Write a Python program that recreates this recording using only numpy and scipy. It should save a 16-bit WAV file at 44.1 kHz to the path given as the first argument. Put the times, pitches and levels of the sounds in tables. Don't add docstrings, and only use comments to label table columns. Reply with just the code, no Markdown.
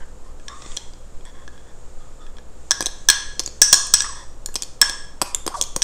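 import sys
import numpy as np
from scipy import signal
from scipy.fft import rfft, irfft, next_fast_len
from scipy.io import wavfile

SR = 44100
rng = np.random.default_rng(int(sys.argv[2]) if len(sys.argv) > 2 else 0)


def inscribe(sig):
    pcm = np.round(np.clip(np.atleast_2d(sig).T, -1, 1) * 32767)
    wavfile.write(sys.argv[1], SR, pcm.astype(np.int16))


N = 257103


def gain_of(db):
    return 10 ** (np.asarray(db) / 20)


def unit_rms(x):
    return x / np.sqrt(np.mean(x ** 2) + 1e-20)


def curve_at(points, hz):
    f, value = np.transpose(points)
    return np.interp(np.log(hz + 1), np.log(f + 1), value)


def add(mix, start, sound):
    part = mix[round(start * SR):][:len(sound)]
    part += sound[:len(part)]


def coloured_noise(colour):
    size = next_fast_len(N)
    shape = gain_of(curve_at(colour, np.fft.rfftfreq(size, 1 / SR)))
    return unit_rms(irfft(rfft(rng.standard_normal(size)) * shape, size)[:N])


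def resonate(x, hz, width_hz):
    carrier = np.exp(2j * np.pi * np.cumsum(hz * np.ones(len(x))) / SR)
    pole = np.exp(-np.pi * width_hz / SR)
    return 2 * (carrier * signal.lfilter([1 - pole], [1, -pole], x / carrier)).real


def scrapes(slips_per_s=500, pops_per_s=150, press_share=0.21, lift_db=-8):
    # (start [s], length [s], squelch [dB], its first pitch [Hz], last pitch [Hz],
    # rim hum [dB], its pitch [Hz], upper ring [dB], its pitch [Hz], wet hiss [dB])
    strokes = [(0.0, 0.042, -48.5, 864, 1030, -46, 1660, -57.5, 3030, -68),
               (.23, 0.1, -55.5, 1020, 1090, -65, 1840, -71, 3170, -61),
               (.48, 0.11, -39.5, 1150, 1135, -54, 1830, -50.5, 3610, -72),
               (0.589, 0.17, -49.5, 1190, 1180, -53.5, 1950, -51, 3590, -72),
               (0.786, 0.12, -57, 890, 940, -60, 1950, -59, 3270, -68),
               (1.248, 0.06, -50.5, 1010, 980, -51, 1760, -49.5, 3400, -56),
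               (1.33, .13, -55.5, 1070, 1090, -54, 1700, -56, 3370, -72),
               (1.499, 0.18, -73, 1040, 1050, -61, 1640, -63, 3340, -75),
               (1.658, 0.074, -62, 1100, 1040, -57, 1680, -60.5, 3490, -84),
               (1.98, 0.13, -57.5, 1220, 1250, -66, 1650, -64, 3400, -65),
               (2.19, 0.12, -53, 1260, 1280, -63, 1760, -57, 3500, -72),
               (4.041, 0.016, -27, 1210, 1155, -32, 1810, -49, 3460, -50),
               (4.061, 0.013, -31, 1210, 1180, -53, 1740, -50, 3500, -53.5),
               (4.08, 0.061, -38.5, 1170, 940, -47, 1690, -59, 3470, -51),
               (4.14, 0.11, -44.5, 1070, 980, -48.5, 1780, -49.5, 3470, -50.5),
               (5.242, 0.081, -47, 1070, 1090, -63, 1760, -44.5, 2470, -42),
               (5.496, 0.04, -36, 500, 1420, -69, 1550, -75, 3400, -60),
               (5.539, 0.023, -23.5, 1020, 1120, -58, 1600, -49, 3350, -40),
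               (5.555, 0.057, -37, 790, 500, -70, 1700, -57, 3520, -37)]
    # (frequency [Hz], relative level [dB])
    hiss_colour = [(2000, -28), (4500, 3), (6500, 3), (8500, 3), (11000, -11), (14000, -30)]
    out = np.zeros(N)
    for start, length, squelch_db, from_hz, to_hz, rim_db, rim_hz, upper_db, upper_hz, hiss_db in strokes:
        progress = np.arange(0, length, 1 / SR) / length
        n = len(progress)
        pressure = np.minimum(progress / press_share, 1)
        pressure *= gain_of(lift_db * progress ** 2) * np.minimum((1 - progress) / .1, 1)
        slip_draw, slip_size, pop_draw, pop_size = rng.random((SR // 2, 4))[:n].T
        noise = rng.standard_normal(SR // 2)[:n]
        slips = unit_rms((slip_draw < slips_per_s / SR) * (slip_size - .5)) + 0.5 * noise
        rim = resonate(resonate(slips, rim_hz, 200), rim_hz, 570)
        upper = resonate(resonate(slips, upper_hz, 130), upper_hz, 650)
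        upper += gain_of(-4.5) * resonate(resonate(slips, 5660, 250), 5060, 540)
        pops = unit_rms((pop_draw < pops_per_s / SR) * (pop_size - .5)) + 1.9 * noise
        hollow_hz = from_hz + (to_hz - from_hz) * progress
        squelch = resonate(resonate(pops, hollow_hz, 75), hollow_hz, 340)
        hiss = coloured_noise(hiss_colour)[:n]
        layers = [(squelch_db, squelch), (rim_db, rim), (upper_db, upper), (hiss_db, hiss)]
        add(out, start, pressure * sum(gain_of(db) * unit_rms(x) for db, x in layers))
    return out


def appliance_hum(waver=0.16):
    # (frequency [Hz], rms level [dB])
    tones = [(59, -49.5), (118, -59.5), (505, -60.5)]
    t = np.arange(N) / SR
    drift = coloured_noise([(1, -10), (6, -3), (12, -72.5)])
    hum = sum(gain_of(db) * np.sqrt(2) * np.sin(2 * np.pi * (hz * t + rng.random())) for hz, db in tones)
    return hum * (1 + waver * drift)


def iron_sizzle():
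    # (time [s], level [dB])
    swells = [(0.0, -56.5), (0.36, -61), (0.49, -53), (0.65, -46.5), (0.73, -43.5), (0.93, -57.5),
              (1.48, -58.5), (1.91, -56.5), (2.46, -60.5), (2.69, -54), (2.9, -53), (4.3, -59), (5.2, -60),
              (5.8, -68)]
    # (frequency [Hz], relative level [dB])
    colour = [(4000, -21), (6000, -18), (7000, -9), (8200, -13.5), (9000, -20.5), (11000, -45)]
    return gain_of(np.interp(np.arange(N) / SR, *np.transpose(swells))) * coloured_noise(colour)


def air_rumble(level_db=-31.5):
    # (frequency [Hz], relative level [dB])
    colour = [(3, 2), (18, 3), (25, -10), (31, -20.5), (60, -20.5), (84, -31.5), (118, -27.5), (146, -29.5),
              (281, -32.5), (506, -31), (667, -36), (1240, -40), (2090, -51), (7760, -58), (10500, -60),
              (15500, -71.5)]
    return gain_of(level_db) * coloured_noise(colour)


def clinks(spot_db=4.0, modes_db=-2, glass_gain_db=3, clack_db=-6, patch_db=-1, ripple_db=2.5):
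    # (time [s], blow [dB], knock [dB], rim ring [dB], second ring [dB], tick [dB],
    # two patch notes [Hz], freedom of the glass to ring [dB]); levels after the blow are relative to it
    blows = [(0.398, -51, -9, 2, -6, -20, 3270, 6000, -14),
             (0.4825, -20.5, -21, -13, -3, -40, 3550, 5730, -22.5),
             (0.621, -34, -8, -27, -8, -35, 3280, 5640, -13.5),
             (0.6623, -42.5, -5, -16, -6, -23, 3420, 5630, -11),
             (0.7185, -43, -9, -18, 1, -25, 4200, 6500, -13),
             (0.767, -17.5, -30, -32, -6.5, -26, 3390, 7220, -34),
             (0.7711, -22, -17, -17.5, 7.5, -19, 3250, 6000, -18.5),
             (0.9356, -33, -23, -34, -9, -33, 4760, 3500, -29),
             (1.209, -58, -3, -6, 9, -22, 3630, 5670, -15),
             (1.2523, -36, -16, -22, -8, -7, 3320, 7800, -24.5),
             (1.4783, -40.5, -10, 7.5, -1, -36, 3400, 5370, -16),
             (1.578, -52, -4, -3, 6, -23, 3250, 5600, -15), (2.266, -53, -6, 1, 2, -19, 3520, 6230, -9),
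             (2.369, -54, 3, 0, 5, -19, 3450, 5530, -10),
             (2.3844, -44.5, -12, 1.5, 7, -19, 3350, 5550, -15),
             (2.709, -5.5, -14, -18, -7.5, -26, 5510, 5700, -18),
             (2.7154, -12.5, -22, -6.5, -4.5, -36, 3940, 5700, -7.5),
             (2.807, -14, -6, -11, 6, 1.5, 4980, 5900, -29),
             (2.8161, -19.5, -12, -24, -13, -19, 5070, 5800, -21),
             (2.8249, -41, 4, -14, -6, 4, 4930, 5350, 3), (2.8592, -7, -26, -57, -6, -5, 3840, 6260, -35.5),
             (2.8658, -14.5, -14.5, -28, 0, -33, 3910, 6100, -17.5),
             (3.0871, 7, -39, -13.5, -8.5, -31, 3420, 6050, -19),
             (3.1, 0.5, -28, -19, -6.5, -4, 3520, 6050, -10.5),
             (3.3951, -13, -11, -46.5, -11, -2.5, 4830, 5230, -18),
             (3.4016, -15.5, -20.5, -34.5, -3.5, -7.5, 4360, 6200, -37.5),
             (3.436, -33.5, -18.5, -31, -12, -6, 4340, 6550, -15),
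             (3.4614, -13, -32.5, -34.5, -18, -14.5, 4930, 6720, -36),
             (3.4762, -23, -15, -21, 5, -12, 4470, 7600, -39),
             (3.617, 4, -30, -13.5, -25.5, -32.5, 4100, 5360, -3.5),
             (3.6208, 1, -38.5, -16, -27, -22, 7980, 5420, -12.5),
             (3.7283, 8.5, -14, -36, -7.5, -9.5, 5496, 6870, -13.5),
             (3.7306, -4, -11.5, -7.5, -8, -30.5, 3550, 7010, -7.5),
             (3.7421, 1.5, -33.5, -17.5, -21, -36.5, 3660, 5530, -18),
             (3.869, -24.5, -39, -32.5, -15, -1, 7600, 8850, -25),
             (3.9384, 8, -28, -23.5, -8.5, -14, 7944, 5806, -14.5),
             (4.0056, -3.5, -41, -25, -12.5, -41.5, 3790, 5600, -29),
             (4.021, -13, -28.5, -20, -14, -12, 3380, 7540, -24),
             (4.46, -16, -38, -29.5, -7.5, 4, 4300, 7000, -31),
             (4.488, -39, -1, -11, -12, -19.5, 4280, 6000, -23),
             (4.542, -25.5, -27.5, -35, -16, 5, 2800, 7700, -24.5),
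             (4.556, -12.5, -15, -38, 2, 1.5, 5030, 6100, -33.5),
             (4.5612, -24, -9, -55, -8.5, -30, 2840, 5240, -6.5),
             (4.566, -35, -29, -43.5, -10, -15, 5030, 5500, -17),
             (4.6223, -15.5, -29, -27, -0.5, -7, 9000, 6950, -21.5),
             (4.633, -19, -26, -42, -1, -6, 4520, 7200, -32),
             (4.815, 7, -28.5, -18.5, -6.5, -19, 3290, 7950, -19),
             (4.8262, -13.5, -40, 0, -24.5, -32, 5430, 7900, -26),
             (4.8965, -26, -9, -16, 0, 9, 4970, 8260, -11),
             (5.2162, -7, -10, -27, -5, 0, 4750, 7950, -24.5),
             (5.2215, -11, 0, -27, 2.5, 5, 2540, 5040, -30.5),
             (5.3471, -6.5, -26.5, -47, -7.5, -3, 3540, 7260, -36),
             (5.465, -20, -6, -21, 2, 10, 5000, 6400, -22.5),
             (5.4776, -12.5, -7.5, -25.5, -6, -10, 4800, 8600, -24),
             (5.6129, -5, -20, -68, -6, -2.5, 3400, 6340, -26),
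             (5.6235, -7, -39, -53, -16, -27, 3440, 6900, -25),
             (5.638, -24, -30, -43, -3, 0, 4430, 6600, -29),
             (5.763, -11, -3, -36, -17.5, 2, 4680, 6650, -20),
             (5.817, -33, -30, -18, -5, -10, 2520, 5800, -29),
             (5.8202, -8, -27, -22, -0.5, -13, 3430, 5840, -21),
             (5.826, -14.5, -25, -17, 0, -9, 3400, 8100, -14.5)]
    # (thud, knock, rim, clack, second ring, blow, upper rings, tick) [Hz]
    band_hz = [250, 900, 1670, 2500, 3600, 5800, 7700, 11000]
    mode_hz = [190, 350, 520, 720, 1050, 1670, 2500, 3315, 3580, 3830, 4200, 4900, 5310, 5415, 5590, 5895,
               6105, 6300, 6870, 7870, 8150, 8280]
    # (relative level [dB], base t60 [s])
    mode_ring = [(0.5, 0.032), (9, 0.029), (3, 0.042), (-5.5, 0.042), (10.5, 0.015), (5, 0.053),
                 (3.5, 0.033), (14, 0.025), (4, 0.021), (0.5, 0.035), (5.5, 0.033), (4, 0.023),
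                 (-2.5, 0.0076), (8, 0.031), (-2.5, 0.031), (18, 0.0081), (-3, 0.019), (4, 0.017),
                 (2.5, 0.02), (6, 0.017), (12, 0.021), (1, 0.011)]
    hz = np.array(mode_hz)
    mode_db, mode_t60 = np.transpose(mode_ring)
    clack_base_t60, patch_base_t60 = .022, .016
    t, bins = np.arange(8192) / SR, np.fft.rfftfreq(8192, 1 / SR)
    attack = 1 - np.exp(-t / 0.000043)
    out = np.zeros(N)
    for start, blow_db, knock, rim, second, tick, note_a_hz, note_b_hz, freedom_db in blows:
        thud = -24.5 + 0.85 * knock - 0.63 * blow_db
        mid = -17.5 + 0.073 * tick - 0.51 * blow_db
        upper = 3 + 0.11 * tick
        tone = list(zip(band_hz, [thud, knock, rim, mid, second, 0, upper, tick])) + [(15500, tick - 18)]
        ring_stretch = 0.87 + .002 * blow_db
        fall = 60 * t / ring_stretch

        spot, phase = rng.standard_normal((2, len(hz)))
        level_db = modes_db + mode_db + curve_at(tone, hz) + spot_db * spot
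        level_db += (glass_gain_db + freedom_db) * (hz > 2000)
        envelopes = gain_of(level_db[:, None] - fall / mode_t60[:, None])
        rings = envelopes * np.sin(2 * np.pi * hz[:, None] * t + 2 * phase[:, None])

        ripple = ripple_db * np.interp(bins, np.linspace(0, SR / 2, 40), rng.standard_normal(40))
        clack_colour = gain_of(curve_at(tone[:2] + tone[3:], bins) + ripple)
        clack = irfft(rfft(rng.standard_normal(len(t))) * clack_colour)
        clack *= gain_of(clack_db - fall / clack_base_t60)

        notes = sum(gain_of(curve_at(tone, f)) * np.sin(2 * np.pi * f * t) for f in (note_a_hz, note_b_hz))
        patch = gain_of(patch_db - fall / patch_base_t60) * notes
        add(out, start, gain_of(blow_db) * attack * (rings.sum(0) + clack + patch))
    return out


def kitchen_reverb(x, tail_db=-12.5):
    # (frequency [Hz], t60 [s])
    decay = [(250, 0.1), (700, 0.62), (1700, 0.6), (4500, 0.57), (8300, 0.56), (9500, 0.48), (14000, 0.12)]
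    # (frequency [Hz], relative level [dB])
    colour = [(300, -1.5), (1500, 6), (8300, -1), (9500, -2), (14000, 10)]
    # (delay [s], level [dB])
    echoes = [(.0065, -21.5), (0.013, -20.5), (0.017, -32), (0.0255, -30.5), (.03, -31.5), (0.043, -45.5)]
    taps = np.zeros(SR)
    slots = np.arange(200, SR - 20, 20)
    taps[slots + rng.integers(0, 20, len(slots))] = rng.choice([-1., 1.], len(slots))
    hz, t, bands = signal.stft(taps, SR, nperseg=256)
    bands *= gain_of(curve_at(colour, hz)[:, None] - 60 * t / curve_at(decay, hz)[:, None])
    bands *= 1 - np.exp(-t / 0.0017)
    tail = signal.istft(bands, SR, nperseg=256)[1]
    response = gain_of(tail_db) * tail / np.linalg.norm(tail)
    for delay, db in echoes:
        add(response, delay, gain_of([db]))
    return signal.fftconvolve(x, response)[:N]


def scene():
    bowl = clinks() + scrapes()
    return (bowl + kitchen_reverb(bowl) + appliance_hum() + iron_sizzle() + air_rumble())[None]


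def record(dry):
    cutoff_hz = 15700
    lowpass = signal.firwin(511, cutoff_hz, window=("kaiser", 9), fs=SR)
    return signal.oaconvolve(np.clip(dry, -1, 1), lowpass[None], "same")


dry = scene()
out = record(dry)
inscribe(out)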